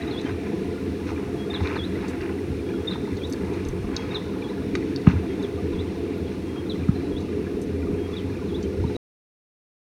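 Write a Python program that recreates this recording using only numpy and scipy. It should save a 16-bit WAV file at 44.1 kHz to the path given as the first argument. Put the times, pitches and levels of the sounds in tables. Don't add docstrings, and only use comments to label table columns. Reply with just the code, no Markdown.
import sys
import numpy as np
from scipy import signal
from scipy.fft import rfft, irfft, next_fast_len
from scipy.io import wavfile
from scipy.ndimage import uniform_filter1d

SR = 44100
rng = np.random.default_rng(int(sys.argv[2]) if len(sys.argv) > 2 else 0)


def volts_from_decibels(level):
    exponent = np.asarray(level, float) / 20
    return 10 ** exponent


def persist_wave(psi):
    counts = np.round(np.clip(psi, -1, 1) * 32767).astype(np.int16)
    wavfile.write(sys.argv[1], SR, np.atleast_2d(counts).T)


N = 435266

# (centre [Hz], nominal width [Hz], relative level [dB])
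PUFF_MODES = [(46, 22, 0)]
BUFFET_MODES = [(85, 15, 1), (133, 22.5, -8), (63, 22, -15.5)]
ROAR_MODES = [(192.1, 32.5, -1.5), (276.5, 46.3, 0), (341, 46, -2.5), (412.5, 50.3, -1.5), (490.7, 32, -12)]
# (time of the peak [s], level [dB])
PUFFS = [(.68, -48), (1.909, -52), (2.01, -46), (2.23, -46), (2.471, -48), (3.7, -32), (3.86, -39),
         (4.29, -48), (4.711, -45), (5.08, -40.5), (5.73, -37), (6.01, -51), (6.42, -52), (7.16, -38),
         (7.569, -44), (7.89, -35), (7.991, -47), (8.6, -43), (8.8, -42)]
# (time of the peak [s], level [dB])
SWELLS = [(.12, -43), (.32, -33), (0.831, -39), (1.36, -43), (1.62, -24), (1.84, -41), (2.28, -41),
          (2.522, -28), (3.152, -27), (3.49, -30), (3.82, -26.5), (4.07, -32), (4.34, -34), (4.679, -31),
          (4.8, -30), (5.15, -19), (5.39, -35), (5.8, -26), (6.52, -28), (6.81, -30), (6.96, -33),
          (7.21, -36), (7.57, -44), (8.33, -30), (8.681, -28), (8.82, -26)]
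# (frequency [Hz], density [dB per Hz])
LEAF_COLOUR = [(560, -11), (680, 9), (770, -2), (860, 3.5), (1100, -0.5), (2000, -0.5), (2650, -0.5),
               (3050, -7), (3600, -5.5), (4200, -7), (4850, -12), (5400, -10.5), (6200, -14), (7500, -18.5),
               (9500, -15), (10600, -20), (15700, -25.5)]
# (time of full level [s], hold [s], level before clumping [dB], crisp treble against that [dB])
SCUFFS = [(0, 0.31, -47.5, -13), (1.076, 0.03, -46, -10), (1.539, 0.039, -40.5, -24),
          (1.604, 0.04, -42, -9), (1.652, 0.039, -37, -16), (1.71, 0.069, -39, -18.5),
          (1.956, 0.2, -47, -21), (2.222, 0.036, -39, -21), (2.29, 0.042, -44, -17),
          (2.907, 0.036, -46, -17.5), (3.074, 0.042, -52, -19), (3.393, 0.2, -52, -11.5),
          (3.882, 0.278, -45, -21.5), (5.08, 0.045, -37.5, -15.5), (5.142, .045, -43, -17),
          (5.203, 0.035, -50.5, -20), (5.25, 0.23, -51, -16), (7.005, 0.11, -54, -9),
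          (8.806, 0.2, -58.5, 1)]
# (time [s], peak before the dip of the microphone port [dB], centre of the ring [Hz],
# its spread [octaves], chatter [s])
CLINKS = [(0.2136, -37.5, 5900, .6, 0.0055), (1.071, -44, 4960, .6, .01), (2.078, -41, 5000, .5, .004),
          (2.082, -37.5, 7500, 0.69, 0.036), (2.213, -35.5, 4300, .5, 0.0037),
          (3.17, -35.5, 5200, .5, 0.0061), (3.271, -42, 6000, .8, 0.0044), (3.297, -39, 8900, 1.2, 0.02),
          (3.3248, -27.5, 6600, 0.39, 0.0029), (3.3333, -30, 5650, 1.4, 0.0065),
          (3.536, -41, 5670, .5, 0.0055), (3.65, -35, 5660, 0.44, 0.0045), (3.686, -34, 7600, 0.48, 0.0062),
          (3.965, -16, 5500, 0.4, 0.0027), (4.753, -25.5, 5000, 0.64, 0.0093),
          (4.961, -23, 4600, 0.56, 0.004), (5.0144, -45, 6200, 0.57, .008),
          (5.426, -40, 5690, 0.37, 0.0044), (6.18, -50, 11500, 0.45, 0.0052),
          (7.204, -42, 6360, 0.6, 0.025), (7.615, -39.5, 7860, 0.43, 0.027),
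          (8.6275, -36, 6200, 0.4, 0.013), (0.293, -26, 1710, 0.7, 0.0056),
          (1.177, -30, 1400, 0.55, 0.0061), (1.545, -30, 1390, 0.72, 0.0097),
          (1.606, -28, 985, 0.33, 0.0062), (1.672, -24.5, 2060, 0.86, 0.0039), (1.635, -35, 2600, .4, .004),
          (1.682, -42, 950, .3, 0.0056), (1.728, -28.5, 1000, .4, .004), (1.742, -36, 2300, .4, 0.0032),
          (1.988, -38, 1700, .5, 0.0045), (2.293, -34, 1600, .5, 0.0036), (2.374, -37, 1600, 0.56, 0.0044),
          (.01, -33, 1900, .4, .004), (.035, -32.5, 1800, .5, 0.0066), (1.702, -32.5, 1970, 0.26, 0.0044),
          (1.758, -25, 1700, 1.1, 0.003), (1.762, -24, 920, .3, .006), (1.606, -38.5, 4000, .3, .004),
          (1.672, -30.5, 4000, .25, .004), (1.657, -25.5, 2300, .4, .006), (2.134, -31.5, 1720, 0.39, 0.01),
          (2.208, -31, 1700, 0.49, 0.0056), (2.955, -29.5, 960, 0.25, 0.0039),
          (3.075, -33, 935, 0.31, 0.0056), (4.13, -35, 1020, 0.44, 0.0022),
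          (4.752, -16.5, 1920, 0.72, 0.0056), (5.0695, -19.5, 1200, 0.76, 0.0056),
          (5.072, -24, 2350, 0.32, 0.0085), (5.109, -30.5, 1700, 0.46, 0.0037), (5.175, -44, 1500, .3, .01),
          (5.675, -42, 1900, 0.23, .006), (6.886, -36, 1300, 0.18, 0.0059), (8.838, -30, 930, 0.2, 0.0083)]
# (frequency [Hz], level [dB], nominal t60 [s])
POLE_MODES = [(924, 7, 0.024), (1200, 14.5, 0.0096), (1605, 12.5, 0.013), (1970, 16, 0.014),
              (2293, 12, 0.0072), (3820, 15.5, 0.015), (4540, 8.5, 0.0078), (5200, 1.5, 0.0099),
              (6200, 2.5, 0.011), (6900, -12, 0.015), (8740, -10, 0.009), (9720, -12.5, 0.0046),
              (11500, -6.5, 0.0034), (12930, -9, .004)]
# (time from the note's mark [s], frequency [Hz], relative level [dB])
CHIP = [(-.036, 3640, -18.5), (-.032, 3640, -3), (-.021, 3580, 3), (-.014, 3590, -15.5), (.002, 3580, -39)]
DOWN_SLUR = [(.002, 3950, -21), (.005, 4006, 1), (.013, 3730, -2), (.022, 3475, -3), (.032, 3200, -13),
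             (.045, 2960, -29.5)]
FALL = [(-.058, 4360, -14), (-.046, 3750, -14.5), (-.03, 3380, -12.5), (-.012, 3300, -13.5),
        (.002, 3340, -8.5)]
RISE = [(-.004, 3360, -41), (.012, 3450, -4.5), (.026, 3880, -7.5), (.032, 4050, -6), (.043, 3980, -26.5)]
# (time [s], pitch ratio [1], chip level [dB], down-slur level [dB])
PHRASES = [(1.536, 1.006, -31.5, -33.5), (2.907, 1.01, -31, -31.5), (4.141, 1.03, -40, -34.5),
           (5.422, .995, -54, -41.5), (6.693, 1.005, -55, -34.5), (8.163, 0.96, -47, -39.5)]
# (time near its lowest point [s], pitch ratio [1], fall level [dB], rise level [dB])
SWOOPS = [(.167, 1, -31, -29), (1.822, 1, -31, -37), (3.223, 0.97, -39, -37.5), (4.471, 1, -37, -44),
          (5.78, .99, -43.5, -40), (7.155, 0.98, -43, -37), (8.535, 0.98, -41.5, -35.5)]
# (time [s], length [s], frequency [Hz], level [dB])
WHISTLES = [(0.018, 0.011, 3910, -39), (0.07, 0.018, 3820, -42), (0.249, 0.02, 3110, -43),
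            (.308, 0.014, 3980, -50), (3.075, 0.051, 4180, -61), (1.379, 0.073, 3310, -45.5),
            (2.655, 0.05, 3320, -55.5), (2.72, 0.055, 3300, -51), (2.783, 0.056, 3310, -56),
            (3.935, 0.11, 3290, -49.5), (1.998, 0.027, 3850, -52), (5.279, 0.057, 3256, -48.5),
            (5.868, .02, 3110, -53), (6.269, 0.015, 3300, -48.5), (6.415, 0.12, 3244, -59),
            (6.536, 0.071, 3250, -46.5), (6.947, .02, 4060, -49), (6.973, 0.075, 4030, -57),
            (7.055, 0.019, 3910, -54), (7.09, .012, 4210, -54), (7.974, 0.099, 3250, -50),
            (8.63, 0.022, 3110, -51), (8.87, 0.016, 3900, -45), (8.947, 0.019, 3880, -40.5)]
# (time [s], peak of the blow [dB], treble shelf [dB], rumble before it dies away [dB])
THUDS = [(5.066, 1.5, -3, -18), (6.8824, -5.5, -14, -27), (7.922, -17, -20, -40), (8.838, -14, -20, -28)]
# (frequency [Hz], level [dB])
THUD_COLOUR = [(40, -22), (90, -4.5), (190, 0), (300, -12), (500, -38), (1100, -33), (2300, -43),
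               (3000, -58), (5000, -85)]

LULL_DB, BUFFET_DB, ROAR_DB = -62, -35.5, -28.5
PUFF_RISE_S, PUFF_FALL_S = 0.042, 0.054
SWELL_RISE_S, SWELL_FALL_S = 0.022, 0.029
TREES_DB = -45
SCUFF_RISE_S, SCUFF_FALL_S, SLACK_DB = 0.0093, 0.018, -57
CRACK_DB = 0
BEND_S = .155
TRUNKS_T60_S, TRUNKS_DB = .7, -5.5
ECHO_S, ECHO_DB, ECHO_SMEAR_S = .024, -12.5, .005
STOP_S = 8.967


def level(x, db):
    return x * volts_from_decibels(db) / np.sqrt(np.mean(x ** 2))


def shape(points, size):
    hz, db = np.transpose(points)
    log_f = np.log(np.arange(1, size // 2 + 2) * SR / size)
    low_cut_db = 30 * np.clip(np.log(hz[0]) - log_f, 0, None)
    return volts_from_decibels(np.interp(log_f, np.log(hz), db) - low_cut_db)


def resonate(x, hz, width):
    return signal.lfilter(*signal.iirpeak(hz, hz / width, SR), x)


def walk(rate):
    k = int(SR / rate)
    held = np.repeat(rng.standard_normal(N // k + 1), k)
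    return 0.96 * uniform_filter1d(uniform_filter1d(held, k), k)[:N]


def add(out, s, x):
    i = int(s * SR)
    x = x[max(-i, 0):len(out) - i]
    out[max(i, 0):max(i, 0) + len(x)] += x


def bumps(rest_db, rows, rise, fall):
    t = np.arange(0, N, 64) / SR
    power = volts_from_decibels(rest_db) ** 2
    for s, hold, db in rows:
        before = np.clip(s - t, 0, None)
        after = np.clip(t - s - hold, 0, None)
        power = power + volts_from_decibels(db) ** 2 * np.exp(-(before / rise) ** 2 - 2 * after / fall)
    return np.interp(np.arange(N) / SR, t, np.sqrt(power))


def grains(rate, spread_db, cycles, low_hz, top_hz, tilt_db):
    out = 0
    for octave in np.arange(0, np.log2(top_hz / low_hz), 1 / 4):
        hz = low_hz * 2 ** octave
        struck = rng.random(N) < rate / SR
        boost = np.minimum(rng.exponential(size=N), 3)
        kicks = struck * rng.standard_normal(N) * volts_from_decibels(spread_db * boost)
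        ring = resonate(resonate(level(kicks, 0), hz, hz / cycles), hz, hz / cycles)
        out = out + volts_from_decibels(tilt_db * octave) * ring
    return out


def leafy(x):
    size = next_fast_len(N + N % 2, True) // 2 * 2 + 2
    return irfft(rfft(x, size) * shape(LEAF_COLOUR, size), size)[:N]


def wind():
    gains = (bumps(LULL_DB, [(s, 0, db) for s, db in PUFFS], PUFF_RISE_S, PUFF_FALL_S),
             bumps(BUFFET_DB, [(s, 0, db) for s, db in SWELLS], SWELL_RISE_S, SWELL_FALL_S),
             volts_from_decibels(ROAR_DB + 1.3 * walk(6.5)))
    out = 0
    for modes, gain, flicker_scale in zip((PUFF_MODES, BUFFET_MODES, ROAR_MODES), gains, (2.6, 2.5, 2.1)):
        boom = 0
        for hz, width, db in modes:
            eddies = volts_from_decibels(flicker_scale * walk(14)) * rng.standard_normal(N)
            boom = boom + volts_from_decibels(db) * resonate(resonate(eddies, hz, 1.43 * width), hz, 1.43 * width)
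        out = out + gain * level(boom, 0)
    return out


def trees():
    bands = 450 * 2 ** np.arange(0, 5.4, 1 / 3)
    patch_scales = np.interp(np.log2(bands), np.log2([1000, 6000]), [3.8, .8])
    far = 0
    for hz, patch_scale in zip(bands, patch_scales):
        patches = volts_from_decibels(patch_scale * (walk(3.01) + walk(12)))
        far = far + patches * resonate(rng.standard_normal(N), hz, hz / 4)
    near_leaves = grains(40, 4.0, 16.0, 597.4, 2700, -2.7)
    hush = level(far, 0) + level(near_leaves, -11.5)
    easing_db = np.interp(np.arange(N) / SR, [2.5, 7.5], [.8, -.8])
    return level(leafy(hush), TREES_DB) * volts_from_decibels(easing_db)


def tent():
    clumps = volts_from_decibels(3.1 * walk(30))
    dull_rows = [(s, hold, db) for s, hold, db, _ in SCUFFS]
    crisp_rows = [(s, hold, db + crisp_db) for s, hold, db, crisp_db in SCUFFS]
    dull_gain = bumps(SLACK_DB, dull_rows, SCUFF_RISE_S, SCUFF_FALL_S)
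    crisp_gain = bumps(SLACK_DB - 6.5, crisp_rows, SCUFF_RISE_S, SCUFF_FALL_S)
    dull = level(leafy(grains(400, 3.5, 4.0, 849, 2900, -0.83)), 0)
    crisp = level(leafy(grains(2000, .8, 5.0, 3640, 6800, 1.1)), 0)
    return clumps * (dull_gain * dull + crisp_gain * crisp)


def poles():
    out, t = np.zeros(N), np.arange(SR // 20) / SR
    for s, db, centre_hz, octaves, chatter in CLINKS:
        push_gain = volts_from_decibels(-10.5 * t / chatter + 8 * (t < .0006)) * np.clip(t / .0003, 0, 1)
        push = rng.standard_normal(len(t)) * (t < chatter) * push_gain
        ring = 0
        for hz, mode_db, t60 in POLE_MODES:
            width = 1.5 * np.log(1000) / (np.pi * t60)
            reach_db = -6 * (np.log2(hz / centre_hz) / octaves) ** 2
            mode = resonate(resonate(push, hz, 2 * width), hz, width / 2.1)
            ring = ring + volts_from_decibels(mode_db + reach_db) * mode
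        crack = push
        for _ in range(3):
            crack = resonate(crack, centre_hz, centre_hz * octaves)
        hit = ring / np.abs(ring).max() + volts_from_decibels(CRACK_DB) * crack / np.abs(crack).max()
        add(out, s, hit * volts_from_decibels(db) / np.abs(hit).max())
    return out


def bird():
    notes = []
    for table, pair in ((PHRASES, (CHIP, DOWN_SLUR)), (SWOOPS, (FALL, RISE))):
        for s, ratio, *levels in table:
            notes += [(s, np.array(note) * [1, ratio, 1], db) for note, db in zip(pair, levels)]
    for s, length, hz, db in WHISTLES:
        swell = [(0, hz, -10), (0.5 * length, hz, -3.5), (0.837 * length, hz, 0), (length, hz, -10)]
        notes.append((s, swell, db))
    out = np.zeros(N)
    for s, note, db in notes:
        at, hz, swell_db = np.transpose(note)
        t = np.arange(at[0], at[-1], 1 / SR)
        edge = np.clip(np.minimum(t - at[0], at[-1] - t) / 0.0019, 0, 1)
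        phase = 2 * np.pi * np.cumsum(np.interp(t, at, hz)) / SR
        tone = np.sin(phase) * np.sqrt(2)
        add(out, s + at[0], tone * edge * volts_from_decibels(db + np.interp(t, at, swell_db)))
    return out


def thuds():
    out, size = np.zeros(N), 2 ** 14
    f, t = np.arange(size // 2 + 1) * SR / size, np.arange(size) / SR
    dispersion = np.exp(-4j * np.pi * BEND_S * np.sqrt(f))
    for s, db, treble_db, rumble_db in THUDS:
        shelf = volts_from_decibels(treble_db * np.clip(np.log2(f / 400 + 1e-9), 0, 1))
        colour = shape(THUD_COLOUR, size) * shelf
        blow = -irfft(colour * dispersion, size)
        ground = level(irfft(rfft(rng.standard_normal(size)) * colour, size), rumble_db)
        rumble = ground * np.clip(t / 0.03, 0, 1) ** 2 * volts_from_decibels(-60 * t / 0.53)
        add(out, s, volts_from_decibels(db) * blow / np.abs(blow).max() + rumble)
    return out


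def scene():
    song = bird() * volts_from_decibels(3.8 * walk(65))
    near = poles() + tent()
    near = near - .6 * resonate(near, 3100, 600)
    t = np.arange(SR // 2) / SR
    fade = volts_from_decibels(-60 * t / .05) + volts_from_decibels(-14 - 60 * t / TRUNKS_T60_S)
    trunks = rng.standard_normal(len(t)) * fade * (t > .002)
    trunks = trunks / np.sqrt(np.sum(trunks ** 2))
    back = rng.standard_normal(len(t)) * np.exp(-((t - ECHO_S) / ECHO_SMEAR_S) ** 2)
    back = back / np.sqrt(np.sum(back ** 2))
    echo = volts_from_decibels(ECHO_DB) * signal.fftconvolve(song, back)[:N]
    haze = signal.fftconvolve(volts_from_decibels(TRUNKS_DB) * song + volts_from_decibels(-10.5) * near, trunks)[:N]
    return (song + echo + near + haze + wind() + trees() + thuds())[None]


def roll_off(x):
    return signal.sosfilt(signal.butter(12, 16610, fs=SR, output="sos"), x)


def record(dry):
    on = np.clip((STOP_S - np.arange(N) / SR) / 0.0007, 0, 1)
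    knee = dry / (1 + np.abs(dry) ** 16) ** (1 / 16)
    return roll_off(knee * on)


dry = scene()
out = record(dry)
persist_wave(out)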